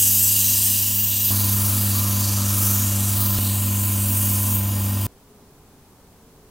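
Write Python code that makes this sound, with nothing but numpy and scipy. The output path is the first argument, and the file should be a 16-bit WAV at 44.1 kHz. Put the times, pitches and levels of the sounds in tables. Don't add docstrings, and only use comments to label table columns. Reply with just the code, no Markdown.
import sys
import numpy as np
from scipy import signal
from scipy.fft import rfft, irfft
from scipy.io import wavfile
from scipy.ndimage import uniform_filter1d

SR = 44100
rng = np.random.default_rng(int(sys.argv[2]) if len(sys.argv) > 2 else 0)


def wav_record(signal):
    frames = np.transpose(np.atleast_2d(signal))
    bounded = np.clip(frames, -1, 1)
    quanta = np.round(bounded * 32767).astype(np.int16)
    wavfile.write(sys.argv[1], SR, quanta)


N = 286650
TIME = np.arange(N) / SR
FREQS = np.fft.rfftfreq(N, 1 / SR)

CUTS = [0, 1.3065, 3.3875, 5.0672]
SPINDLE_HZ = 23.74


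def amp(db):
    return 10 ** (np.asarray(db) / 20)


def evened(x):
    return x / np.sqrt(np.mean(x ** 2) + 1e-20)


def read(points, hz):
    f, value = np.transpose(points)
    return np.interp(np.log(hz + 1), np.log(f), value)


def bell(x, centre, width):
    return 2 ** -((2 * (x - centre) / width) ** 2)


def lifts(modes, hz):
    return sum(db * bell(hz, f, width) for f, width, db in modes)


def filtered(x, gain):
    return irfft(rfft(x) * gain, N)


def noise(spectrum):
    return evened(filtered(rng.standard_normal(N), amp(read(spectrum, FREQS))))


def drift(hz):
    return evened(filtered(rng.standard_normal(N), bell(FREQS, 0, 2 * hz)))


def resonate(x, hz, width):
    turn = np.exp(2j * np.pi * np.cumsum(hz) / SR)
    r = np.exp(-np.pi * width / SR)
    low = signal.lfilter([1], [1, -2 * r, r * r], x / turn)
    return evened((turn * low).real)


def during(start, end):
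    return (TIME >= start) & (TIME < end)


def once_a_turn(depth_db, overtone_db):
    angle = 2 * np.pi * (SPINDLE_HZ * TIME + rng.random()) + 0.15 * drift(2.6)
    twice = np.sin(2 * angle + 2 * np.pi * rng.random())
    return amp(depth_db * np.sin(angle) + overtone_db * twice)


def hum(buzz_hz=100, skip_turns=0.272):
    # [multiple of buzz_hz, level_db]
    partials = [(1, -23), (2, -32), (3, -44.5), (5, -59), (6, -56.5)]
    turns = buzz_hz * TIME + skip_turns * (TIME < CUTS[2])
    return -np.sqrt(2) * sum(amp(db) * np.sin(2 * np.pi * round(k) * turns) for k, db in partials)


def whir(rotor_hz=24.687, sway_s=0.00017, waver_db=1.6, swell_db=2.0, swell_peak_s=1.55, swell_period_s=0.573):
    # [multiple of SPINDLE_HZ, level_db]
    spindle_tones = [(2, -69), (3, -43), (6, -60), (10, -45.5), (12, -89), (24, -55.5), (30, -55.5),
                     (31, -60.5)]
    # [multiple of rotor_hz, level_db]
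    rotor_tones = [(1, -59.5), (10, -47.5)]
    # [multiple of rotor_hz, coarse_load_db, light_load_db]
    slots = [(41, -57, -48), (42, -48.5, -52.5), (43, -55.5, -56.5)]
    # [pitch_hz, level_db]
    bearings = [(196.5, -45.5), (242.1, -47), (244.6, -50.5), (275.4, -57), (293.6, -54.5), (324.5, -53),
                (575.2, -62.5), (656, -59.5), (812.2, -63), (836.8, -54.5)]
    clock = TIME + sway_s * drift(1.74)

    def tone(hz, db):
        level = amp(db + waver_db * drift(2.7))
        return np.sqrt(2) * level * np.sin(2 * np.pi * (hz * clock + rng.random()))

    spindle = sum(tone(round(k) * SPINDLE_HZ, db) for k, db in spindle_tones)
    rotor = sum(tone(round(k) * rotor_hz, db) for k, db in rotor_tones)
    whine = sum(tone(round(k) * rotor_hz, np.where(TIME < CUTS[1], loaded, light))
                for k, loaded, light in slots)
    swell = amp(swell_db * np.cos(2 * np.pi * (TIME - swell_peak_s) / swell_period_s))
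    belt = sum(tone(hz, db) for hz, db in bearings)
    return spindle + rotor + swell * whine + belt


def frame_rumble(gain_db=-37.5):
    # [frequency_hz, relative density_db]
    colour = [(20, -14), (60, 3), (130, -1), (250, 6), (350, 1), (430, -4), (590, -2), (770, -6.5),
              (860, -3.5), (1050, -3), (1500, -8.5), (1850, -11.5), (2020, -9.5), (2350, -10), (4000, -10),
              (16000, -21)]
    # [centre_hz, width_hz, lift_db]
    frame = [(1856, 65, 10), (1970, 140, -6.5), (2837, 110, 7.5), (3150, 120, 8), (4060, 200, -7.5),
             (4400, 250, -5), (4880, 110, 10.5), (5550, 250, -7), (6070, 230, 6.5)]
    ringing = filtered(noise(colour), amp(lifts(frame, FREQS)))
    return amp(gain_db) * ringing * once_a_turn(depth_db=1.0, overtone_db=1.45)


def lathe(first_hum_db=-8.6, first_drive_db=-7.0):
    first, later = during(CUTS[0], CUTS[1]), during(CUTS[1], CUTS[3])
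    hum_gain = amp(first_hum_db) * first + later
    drive_gain = amp(first_drive_db) * first + later
    return hum_gain * hum() + drive_gain * (whir() + frame_rumble())


def grit(per_s, spread_db, share):
    size = amp(spread_db * np.minimum(rng.exponential(1, N), 3))
    ticks = rng.choice([-1, 1], N) * size * (rng.random(N) < per_s / SR)
    return np.sqrt(share) * evened(ticks) + np.sqrt(1 - share) * rng.standard_normal(N)


def strip(index, colour, modes, scratches, ring, patchy_db, level_db, bite_share, fizz_share, damping=0.028):
    # [time_s, pressure_db]
    pressure = [
        [(0.01, -18.5), (0.21, -20.5), (0.71, -21), (1.02, -28), (1.29, -27)],
        [(1.32, -25), (1.7, -26), (2.42, -29), (2.67, -24.5), (2.98, -29.5), (3.37, -28.5)],
        [(3.4, -28), (3.71, -29), (4.33, -26), (4.55, -29), (4.61, -33.5), (5.05, -36)],
    ]
    # [centre_s, length_s, lift_db]
    fizzes = [(1.04, .16, 4.5), (1.22, 0.08, 2), (1.98, 0.046, 5), (3.246, .19, 8.5), (4.24, 0.21, 3.5),
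              (4.56, 0.091, 7)]
    # [centre_s, length_s, pitch_hz, lift_db]
    catches = [(.54, 0.49, 4100, 5), (1.153, 0.12, 3680, 6.5), (1.288, 0.054, 3450, 9),
               (1.263, 0.06, 12100, 8), (1.423, 0.21, 4370, 7), (1.858, 0.35, 4200, 5),
               (2.3, 0.27, 4430, 7.5), (2.35, 0.35, 6400, 4.5), (2.708, 0.27, 6400, 4.5),
               (3.02, 0.21, 8040, 5.5), (3.22, .22, 4230, 4.5), (3.468, 0.18, 4050, 9.5)]
    catch_width = 0.28
    s, pressure_db = np.transpose(pressure[index])
    hz, t, z = signal.stft(scratches, SR, nperseg=512, noverlap=384)
    hz = hz[:, None]
    push_db = np.interp(t, s, pressure_db) - pressure_db.mean()

    ringing = ring + damping * np.maximum(-push_db, 0)
    field = read(colour, hz) + ringing * lifts(modes, hz)
    field -= 10 * np.log10(np.mean(amp(field) ** 2))

    bite = bell(hz, centre=3100, width=5700)
    fizz = bell(hz, centre=14900, width=4200)
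    field += push_db * (1 + (bite_share - 1) * bite + (fizz_share - 1) * fizz)
    field += fizz * sum(db * bell(t, at, length) for at, length, db in fizzes)
    field += sum(db * bell(t, at, length) * bell(hz, f, catch_width * f) for at, length, f, db in catches)

    shimmer_db = patchy_db * np.minimum(hz / 6000, 1)
    patches = uniform_filter1d(rng.standard_normal(z.shape), size=3, axis=0)
    patches = uniform_filter1d(patches, size=30, axis=1)
    shaped = z * amp(field + shimmer_db * evened(patches))
    scrape = signal.istft(shaped, SR, nperseg=512, noverlap=384)[1][:N]
    return amp(level_db + pressure_db.mean()) * scrape * during(CUTS[index], CUTS[index + 1])


def sanding():
    # [frequency_hz, relative density_db]
    coarse_colour, mesh_colour, fine_colour = [(600, -51), (1400, -29), (1800, -17.5), (2300, -21),
                                               (2750, -9), (3600, -13.5), (4400, -12.5), (6200, -4.5),
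                                               (8000, -3), (11000, -5), (12000, -1), (14800, 0),
                                               (16000, -4.5)], [(600, -21), (1300, -18), (1700, -11),
                                                               (2030, -17.5), (2400, -10), (3400, -9),
                                                               (4400, -8.5), (5400, -6.5), (6400, -2.5),
                                                               (8000, -3), (11000, 1.3), (13000, 1.6),
                                                               (16000, 0.54)], [(600, -37), (1400, -13),
                                                                             (2030, -20), (2450, -10),
                                                                             (3400, -13.5), (4600, -12),
                                                                             (5500, -11), (6800, -6),
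                                                                             (9000, -5), (11000, -2.5),
                                                                             (12500, -1.5), (14500, 1),
                                                                             (16000, -2.5)]
    # [centre_hz, width_hz, lift_db]
    mount = [(1910, 200, 1.5), (2030, 270, -8), (2854, 190, 6), (3560, 240, -3), (3920, 140, 3),
             (4120, 310, -2.5), (4750, 290, 2.5), (5390, 110, -4.5), (6320, 450, 0), (7100, 200, -7.5),
             (7180, 200, 3), (7560, 410, 2), (8230, 250, -1.5), (8200, 320, 1), (8800, 230, 4),
             (10240, 300, -5), (11100, 320, -7.5), (13000, 130, 1)]
    # [centre_hz, width_hz, lift_db]
    coarse_ring, fine_ring = [(7030, 440, 0), (7860, 250, 1.5), (8120, 300, -4), (8500, 230, 2.5),
                              (9000, 230, -9.5), (9900, 250, 0.5), (11100, 300, 4.5), (15000, 400, 2.5)], [(2930, 180, 6), (3220, 180, 2), (3580, 200, 3),
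                                                   (4900, 160, -15), (6900, 250, 5.5), (8260, 220, 5),
                                                   (8550, 280, -2), (8800, 620, 4), (9900, 300, 5.5),
                                                   (14100, 300, -4)]
    coarse = grit(per_s=3000, spread_db=-1.0, share=0.24) * once_a_turn(depth_db=0.78, overtone_db=0.0)
    mesh = grit(per_s=2800, spread_db=3.5, share=0.34) * once_a_turn(depth_db=0.96, overtone_db=-0.2)
    fine = grit(per_s=3000, spread_db=1.0, share=0.23) * once_a_turn(depth_db=0.5, overtone_db=0.5)
    coarse_scrape = strip(
        index=0, colour=coarse_colour, modes=mount + coarse_ring, scratches=coarse,
        ring=0.86, patchy_db=2.2, level_db=4.5, bite_share=0.28, fizz_share=0.45)
    mesh_scrape = strip(
        index=1, colour=mesh_colour, modes=mount, scratches=mesh,
        ring=0.4, patchy_db=2.0, level_db=5.0, bite_share=0.25, fizz_share=1.8)
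    fine_scrape = strip(
        index=2, colour=fine_colour, modes=mount + fine_ring, scratches=fine,
        ring=0.65, patchy_db=2.95, level_db=4.5, bite_share=0.52, fizz_share=0.57)
    return coarse_scrape + mesh_scrape + fine_scrape


def rasp(width=330, gain_db=-3):
    # [start_s, length_s, level_db, pitch_hz]
    pulls = [(1.296, 0.043, -40, 1130), (1.56, .18, -42.5, 1250), (1.928, 0.17, -37.5, 1150),
             (2.357, 0.46, -38.5, 1290), (3.14, .25, -40.5, 1260)]
    slack_db, slack_hz = -44.5, 1240
    attack_s, release_s, sag_db_per_s, climb_hz_per_s = 0.016, 0.058, 4, 260
    ringing = amp(slack_db) * resonate(rng.standard_normal(N), np.full(N, slack_hz), width)
    for start, length, db, hz in pulls:
        age = TIME - start
        held = np.clip(age, 0, length)
        envelope = np.clip(age / attack_s, 0, 1) * np.exp(-np.maximum(age - length, 0) / release_s)
        pitch = hz + climb_hz_per_s * (held - length / 2)
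        level = amp(db - sag_db_per_s * held)
        ringing += level * envelope * resonate(rng.standard_normal(N), pitch, width)
    flutter = once_a_turn(depth_db=0.5, overtone_db=0.0)
    return amp(gain_db) * ringing * flutter * during(CUTS[1], CUTS[2])


def workshop(room_db=-51, drone_width=28):
    # [frequency_hz, relative density_db]
    room = [(20, -2.5), (45, 2), (220, 0), (290, -1), (335, -12), (380, -1), (500, -9.5), (950, -11),
            (1500, -18), (2000, -22.5), (3000, -24.5), (15500, -25)]
    # [time_s, pitch_hz, level_db]
    drone_path = [(5.07, 425, -69), (5.4, 420, -61), (5.8, 420, -76), (6.15, 456, -63), (6.5, 435, -58)]
    # [frequency_hz, coherence]
    likeness = [(60, .95), (200, .99), (640, .96), (1400, .82), (3100, .12), (6000, 0)]
    s, hz, db = np.transpose(drone_path)
    drone = resonate(rng.standard_normal(N), np.interp(TIME, s, hz), drone_width)
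    drone = drone * amp(np.interp(TIME, s, db))
    same = np.clip(read(likeness, FREQS), 0, 1)
    mid = noise(room)
    side = filtered(noise(room), np.sqrt((1 - same) / (1 + same)))
    return (amp(room_db) * np.array([mid + side, mid - side]) + drone) * (TIME >= CUTS[3])


def scene():
    return lathe() + sanding() + rasp() + workshop()


def record(dry, edge_hz=15850):
    lowpass = signal.firwin(801, edge_hz, window=("kaiser", 9), fs=SR)
    return signal.oaconvolve(dry, lowpass[None], "same", axes=1)


dry = scene()
out = record(dry)
wav_record(out)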